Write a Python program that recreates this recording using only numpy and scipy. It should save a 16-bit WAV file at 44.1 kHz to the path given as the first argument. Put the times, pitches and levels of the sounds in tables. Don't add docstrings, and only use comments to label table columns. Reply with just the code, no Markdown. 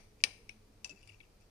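import sys
import numpy as np
from scipy import signal
from scipy.io import wavfile

SR = 44100
rng = np.random.default_rng(int(sys.argv[2]) if len(sys.argv) > 2 else 0)


def pcm_store(signal):
    levels = np.round(np.clip(np.atleast_2d(signal), -1, 1) * 32767)
    wavfile.write(sys.argv[1], SR, levels.astype(np.int16).T)


def convert_level_to_amplitude(level_db):
    exponent = np.asarray(level_db, float) / 20
    return 10 ** exponent


N = 66150
LEAD = SR // 4
M = N + LEAD

# frequency in Hz, level in dB per Hz.
RUMBLE = [(12, -27), (20, 4), (65, -7), (92, -9.5), (288, -16), (356, -15), (418, -13), (499, -18),
          (1400, -27), (1820, -61), (3080, -120)]
# frequency in Hz, level in dB per Hz.
HISS = [(1400, 0), (2500, -2), (3600, -3.5), (5200, -0.5), (7000, -9), (9000, -5), (11000, -13.5),
        (16000, -7.5)]
# frequency in Hz, correlation 0 to 1.
LIKENESS = [(30, .95), (100, .95), (250, .75), (500, .45), (1000, .2), (3000, .05), (15000, .01)]
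# frequency in Hz, width in Hz, level in dB, fade time in seconds.
FRIDGE = [
    (102, 4, -72, 1.6),
    (213, 5, -77, .95),
    (296, 5, -83, 1.01),
    (426, 6, -81, .95),
]
# frequency in Hz, t60 in seconds.
KITCHEN_T60 = [(300, 0.45), (1000, 0.58), (2500, 0.53), (6000, 0.29), (10000, 1), (15000, 0.44)]
# frequency in Hz, gain in dB.
LEFT_PORT = [(300, 4), (1500, -14), (2400, 1), (6000, 5.5), (7300, -10), (8500, -27.5), (11000, -32),
             (15000, -5)]
RIGHT_PORT = [(300, 1.5), (1500, 3.5), (2400, -15.5), (6000, -12.5), (7300, -10.5), (8500, 6.5), (11000, 0),
              (15000, 14.5)]

# start in seconds, level in dB, rise in seconds, t60 in seconds.
JOLTS = [
    (-.03, -51, 0.002, 0.13),
    (0.2363, -49.5, .003, 0.27),
    (0.844, -56, 0.0035, 0.14),
    (0.886, -61.5, .03, 0.31),
]
# frequency in Hz, level in dB per Hz.
BOARD = [(100, -16.5), (200, -7.5), (450, -0.54), (800, -4), (1200, -10), (1800, -8)]
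# start in seconds, level in dB, start pitch in Hz, rise per second, t60 in seconds.
GULPS = [
    (.905, -53, 290, 0.43, 0.098),
    (.915, -51, 159, 0.53, 0.076),
    (0.39, -59, 470, 0.47, .1),
    (.27, -60.5, 230, .6, .08),
    (.925, -56, 390, .5, .12),
    (.89, -59, 600, .5, .1),
    (.94, -56, 200, .4, .12),
    (.69, -57, 285, .4, .09),
]
# start in seconds, level in dB, pitch in Hz, rise per
# second, t60 in seconds.
BOARD_RINGS = [
    (.2385, -42, 1200, 0, .03),
    (.2385, -49, 1000, 0, .03),
    (.4925, -60, 1592, 0, .03),
    (.846, -60, 1620, 0, .03),
    (.488, -60, 300, 0, .05),
]

# start in seconds, level in dB, quick t60 in seconds,
# slow part in dB, slow t60 in seconds.
HAZES = [
    (-.09, -44.5, .05, -15.5, 0.22),
    (.2390, -39.5, 0.041, -17.5, .3),
    (.8452, -56, 0.035, -6, 0.18),
    (.4935, -67.5, 0.014, -3, 0.3),
]
# frequency in Hz, level in dB.
HAZE_COLOUR = [(1900, -4), (3000, -1.5), (4300, -4), (6300, -3), (7500, -18), (9200, -4.5), (11500, -16),
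               (15000, -40.5)]

# time in seconds, level in dB.
DRAG = [(0, -99.5), (0.159, -98), (0.209, -77.5), (.25, -98), (.84, -91.5), (0.882, -74.5), (.93, -81.5),
        (.95, -82), (1.0, -79), (1.05, -82), (1.147, -81), (1.19, -91.5), (1.248, -87.5), (1.3, -90.5),
        (1.38, -94.5), (1.42, -85), (1.5, -100)]
# start in seconds, length in seconds, level in dB, pitch in Hz, upper rings in dB.
SKIDS = [(0.894, 0.023, -49.5, 2626, -30), (.9200, 0.013, -61, 2590, -1), (0.959, .02, -64, 2640, -5),
         (1.0290, 0.002, -53, 2680, -8.5), (1.035, .003, -56, 2800, -7), (1.038, 0.0046, -61, 2720, -10),
         (1.0545, 0.0019, -60.5, 2800, -10), (1.0745, 0.00074, -48.5, 2580, -2.5),
         (1.077, 0.0056, -57, 2325, -3), (1.089, 0.0018, -57, 2730, -5), (1.0930, 0.0023, -44, 2760, -16),
         (1.0960, 0.0034, -53, 2670, -8), (1.1010, 0.0021, -51, 2310, -18),
         (1.1100, 0.0035, -57, 2590, -12), (1.12, 0.0044, -55.5, 2740, -8), (1.1290, .005, -62, 2340, -10),
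         (1.1420, 0.0041, -55.5, 2720, -19), (1.2023, 0.0028, -48.5, 2600, -20),
         (1.2025, 0.0017, -61.5, 3760, -36), (1.2040, 0.0087, -49.5, 2246, -24),
         (1.211, .003, -60, 3300, -25), (1.2194, 0.0012, -60, 2550, -22), (1.2300, 0.0037, -62, 2720, -32),
         (1.2334, 0.0012, -62, 2860, -16), (1.24, .002, -62.5, 2730, -10),
         (1.251, 0.0016, -62.5, 2460, -27), (1.409, 0.017, -82, 2500, 14),
         (0.492, 0.0032, -38.5, 2254, -43)]
# frequency in Hz, level in dB.
SKID_TOPS = [(3500, -5.5), (4780, -4), (5600, -9.5), (6000, -23), (7250, 0), (8950, -3.5), (10200, -6.5)]

# start in seconds, peak in dB, brightness in dB per octave.
KNOCKS = [
    (-.09, -16, -5),
    (.2382, -9, -6),
]
# start in seconds, peak in dB, pitch of main ring in Hz,
CLINKS = [
    (.2034, -47, 2100, -21, -11),
    (.2155, -60, 2490, -4, -28.5),
    (.8560, -56, 2630, -12, -9),
    (.8755, -66, 2630, 8, -12),
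    (.8449, -36.5, 2630, -1, 10),
    (.8945, -51.5, 2695, 0.5, 9),
    (.9000, -50, 2630, -1, 1.5),
    (.9088, -49.5, 2630, 0.5, 2.5),
]
# start in seconds, peak in dB, brightness in dB per octave, ring share in dB.
TAPS = [
    (.4920, -49.5, 0, -4),
    (.4940, -42.5, -5, 3),
]
# frequency in Hz, level in dB, t60 in seconds.
WALL = [(1834, -1.5, .03), (2254, -7, 0.044), (2399, -4, 0.03), (2616, -4.5, 0.035), (3395, -6, .04),
        (3890, -2, .03), (4110, -7.5, 0.03), (4743, 2, .035), (5370, -5, .035), (5589, -3.5, 0.03),
        (5990, -3, 0.035), (6297, -7.5, .03), (9130, -3, .03), (9380, 6, .025)]
BASE = [(2630, -3, 0.055), (2760, -13, .03), (2580, -10, .05), (4760, -9, 0.042), (4780, -6, 0.046),
        (5550, -6, .03), (5800, -12.5, .035), (6063, -8, .035), (7120, -5, 0.13), (7400, -8, .045),
        (7420, -9.5, .04), (9300, -18.5, .03), (9100, -17.5, 0.023), (10100, -22, .02)]
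RIM = [(2502, -4.5, 0.097), (2800, -0.5, 0.012), (3242, -4.5, 0.018), (3715, -12, 0.01), (3960, -18, .012),
       (5457, -6, .016), (5700, -12, .02), (6100, -22, 0.017), (9100, -7.5, 0.013)]
# frequency in Hz, level in dB.
CRACK = [(1750, -25.5), (2400, 3), (3700, -11.5), (4800, -3.5), (6200, -4.5), (9200, -13), (11000, -24),
         (15500, -44.5)]
TICK = [(2000, -29.5), (2500, -1), (3500, -7.5), (4300, -16.5), (5800, -3), (9200, -16), (11000, -25),
        (14000, -39.5)]


def rms_one(x):
    return x / np.sqrt(np.mean(x ** 2) + 1e-20)


def at_hz(points, hz):
    table_hz, value = np.transpose(points)
    return np.interp(np.log(hz), np.log(table_hz), value)


def bands(octaves):
    edges = 20 * 2 ** np.arange(0, 9.8, octaves)
    return [(signal.butter(2, [low, high], "band", fs=SR, output="sos"), np.sqrt(low * high))
            for low, high in zip(edges, edges[1:])]


def stereo_noise(spectrum, low_hz, high_hz):
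    out, white = 0, rng.standard_normal((2, 2, M))
    for k, (sos, hz) in enumerate(bands(1 / 3)):
        if low_hz < hz < high_hz:
            mid, side = signal.sosfilt(sos, white[k % 2])
            alike = np.clip(at_hz(LIKENESS, hz), 0, 1)
            pair = np.sqrt(1 + alike) * mid + np.sqrt(1 - alike) * side * [[1], [-1]]
            out = out + convert_level_to_amplitude(at_hz(spectrum, hz)) * pair
    return rms_one(out)


def room_tone():
    rumble = convert_level_to_amplitude(-64.5) * stereo_noise(RUMBLE, 20, 1400)
    hiss = convert_level_to_amplitude(-74) * stereo_noise(HISS, 1400, 20000)
    out = rumble + hiss
    t = (np.arange(M) - LEAD) / SR
    for hz, wide_hz, db, until in FRIDGE:
        r = np.exp(-np.pi * wide_hz / SR)
        resonator = [1, -2 * r * np.cos(2 * np.pi * hz / SR), r * r]
        waver = rms_one(signal.lfilter([1], resonator, rng.standard_normal(M)))
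        fade = 1 + np.exp((t - until) / 0.048)
        out = out + convert_level_to_amplitude(db) * (waver + np.sin(2 * np.pi * hz * t)) / fade
    return out


def kitchen(x):
    t = np.arange(SR // 2) / SR
    white = rng.standard_normal((2, 2, len(t)))
    early = convert_level_to_amplitude(13.5 - 60 * t / 0.052)
    echo = 0
    for k, (sos, hz) in enumerate(bands(0.98)):
        tail = convert_level_to_amplitude(-60 * t / at_hz(KITCHEN_T60, hz))
        echo = echo + signal.sosfilt(sos, white[k % 2]) * (tail + early)
    onset_s = 0.002
    echo = echo * (1 - np.exp(-(t / onset_s) ** 2)) / np.sqrt(SR / 20)
    return convert_level_to_amplitude(-18) * signal.fftconvolve(x, echo, axes=1)[:, :M]


def board():
    t = (np.arange(M) - LEAD) / SR
    shape = 0
    for s, db, rise, t60 in JOLTS:
        since = np.maximum(t - s, 0)
        shape = shape + convert_level_to_amplitude(db - 60 * since / t60) * (1 - np.exp(-since / rise))
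    return shape * stereo_noise(BOARD, 90, 1900)


def liquid():
    out, t = np.zeros(M), np.arange(SR // 5) / SR
    for s, db, hz, rise, t60 in GULPS + BOARD_RINGS:
        i = int(s * SR) + LEAD
        shape = convert_level_to_amplitude(db - 60 * t / t60) * (1 - np.exp(-t * hz / 1.2))
        out[i:i + len(t)] += shape * np.sin(2 * np.pi * hz * (t + rise * t * t / 2))
    return out


def ports(hz):
    return convert_level_to_amplitude(np.array([at_hz(LEFT_PORT, hz), at_hz(RIGHT_PORT, hz)]))


def add_rings(out, s, hz, db, shape, start, phase):
    t = np.arange(shape.shape[-1]) / SR
    i = int(s * SR) + LEAD
    for c in range(2):
        wave = np.sin(2 * np.pi * hz[:, None] * t + (start + c * phase)[:, None])
        gain = (ports(hz)[c] * convert_level_to_amplitude(db))[:, None]
        out[c, i:i + len(t)] += (gain * shape * wave).sum(axis=0)


def haze():
    out, t = np.zeros((2, M)), np.arange(SR // 5) / SR
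    luck = rng.random((6, 4, 240))
    rise, end = np.minimum(t / .001, 1), 1 - (t / t[-1]) ** 4
    for (s, db, t60, slow_db, slow_t60), (place, level, start, phase) in zip(HAZES, luck):
        hz = 1850 + 13500 * (np.arange(len(place)) + place) / len(place)
        decay = convert_level_to_amplitude(-60 * t / t60) + convert_level_to_amplitude(slow_db - 60 * t / slow_t60)
        level_db = db + at_hz(HAZE_COLOUR, hz) + 8 * level - 13.5
        add_rings(out, s, hz, level_db, (rise * decay * end)[None], 2 * np.pi * start, 1.8 * (phase - .5))
    return out


def spoon_drag():
    s, db = np.transpose(DRAG)
    push = convert_level_to_amplitude(np.interp((np.arange(M) - LEAD) / SR, s, db))
    out = np.zeros((2, M))
    born = rng.random(M) < 3200 / SR
    spread_db = 4 * np.minimum(rng.exponential(1, M), 4)
    size = convert_level_to_amplitude(spread_db) * born * push
    for hz, level_db, t60 in BASE + [(2425, -1, 0.074)]:
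        r, w = convert_level_to_amplitude(-60 / (0.21 * t60 * SR)), 2 * np.pi * hz / SR
        resonator = [1, -2 * r * np.cos(w), r * r]
        ring = signal.lfilter([0, np.sin(w)], resonator, size * rng.standard_normal(M) + 1e-18)
        out += convert_level_to_amplitude(level_db) * ports(hz)[:, None] * ring
    return out


def spoon_skids():
    rise_s, stop_t60_s, ring_t60_s = 0.0005, 0.013, 0.028
    spread, side_db = 0.062, -8.5
    out, t = np.zeros((2, M)), np.arange(SR // 16) / SR
    luck = rng.standard_normal((40, 4, 10))
    top_hz, top_db = np.transpose(SKID_TOPS)
    for (s, length, db, pitch_hz, upper_db), (detune, level, start, phase) in zip(SKIDS, luck):
        beside_hz = pitch_hz * (1 + spread * (np.array([-1, 1]) + .3 * detune[1:3]))
        hz = np.r_[pitch_hz, beside_hz, top_hz * (1 + .015 * detune[3:])]
        is_other = np.arange(len(hz)) > 0
        level_db = db + np.r_[0, side_db, side_db, top_db + upper_db] + 2.5 * level * is_other
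        held = (1 - np.exp(-t / rise_s)) * convert_level_to_amplitude(-60 * np.maximum(t - length, 0) / stop_t60_s)
        shape = held * np.where(is_other[:, None], convert_level_to_amplitude(-60 * t / ring_t60_s), 1)
        add_rings(out, s, hz, level_db, shape, np.pi * start, 1.2 * phase)
    return out


def touch(out, s, db, tilt_db, hold, crack, modes, ring_db, luck):
    crack_t60_s = 0.0021
    after_db, after_t60_s = -18, 0.014
    hz = np.linspace(1500, 15800, num=100) + 60 * luck[0]
    t = np.arange(SR // 20) / SR
    rise, late = np.minimum(t / 0.00025, 1), np.maximum(t - hold, 0)
    tilt = tilt_db * np.log2(np.minimum(hz, 9000) / 2600)
    level_db = db - 10 + at_hz(crack, hz) + tilt + 2 * luck[1]
    shape = rise * (convert_level_to_amplitude(-60 * late / crack_t60_s) + convert_level_to_amplitude(after_db - 60 * late / after_t60_s))
    add_rings(out, s, hz, level_db, shape, np.pi * luck[5], 0.8 * luck[2])

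    hz, mode_db, t60 = modes
    n = len(hz)
    t = np.arange(SR // 6) / SR
    level_db = db + ring_db + mode_db + tilt_db * np.log2(hz / 2600) + luck[3, :n]
    shape = np.minimum(t / 0.00044, 1) * convert_level_to_amplitude(-60 * t / t60[:, None])
    add_rings(out, s, hz, level_db, shape, np.pi * luck[6, :n], 3.4 * luck[4, :n])


def spoon_hits():
    knock_hold_s, clink_hold_s = 0.0016, 0.0014
    out = np.zeros((2, M))
    luck = rng.standard_normal((30, 7, 100))
    for k, (s, db, tilt_db) in enumerate(KNOCKS):
        touch(out, s, db, tilt_db, knock_hold_s, CRACK, np.transpose(WALL), -14, luck[k])
    hz, level_db, t60 = np.transpose(BASE)
    for k, (s, db, pitch_hz, tilt_db, ring_db) in enumerate(CLINKS):
        shift = pitch_hz / hz[0]
        tick = np.array(TICK) * [shift, 1]
        modes = (hz * shift, level_db, t60)
        touch(out, s, db, tilt_db, clink_hold_s, tick, modes, ring_db - 5.5, luck[-1 - k])
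    for k, (s, db, tilt_db, ring_db) in enumerate(TAPS):
        touch(out, s, db, tilt_db, clink_hold_s, TICK, np.transpose(RIM), ring_db, luck[len(KNOCKS) + k])
    above = signal.sosfilt(signal.butter(8, 1850, "high", fs=SR, output="sos"), out)
    return above + convert_level_to_amplitude(-22) * out


def scene():
    bowl = spoon_hits() + spoon_drag() + liquid() + board()
    tone = room_tone()
    bowl = bowl + spoon_skids() + haze()
    into_room = 0.92 * bowl + 0.087 * bowl[::-1]
    return (bowl + kitchen(into_room) + tone)[:, LEAD:]


def roll_off(x):
    return signal.sosfilt(signal.butter(12, 16440, fs=SR, output="sos"), x)


def record(dry):
    soft = signal.sosfilt(signal.butter(6, 14800, fs=SR, output="sos"), dry)
    mix = signal.sosfilt(signal.cheby2(8, 22, 15900, fs=SR, output="sos"), soft)
    return roll_off(mix)


dry = scene()
out = record(dry)
pcm_store(out)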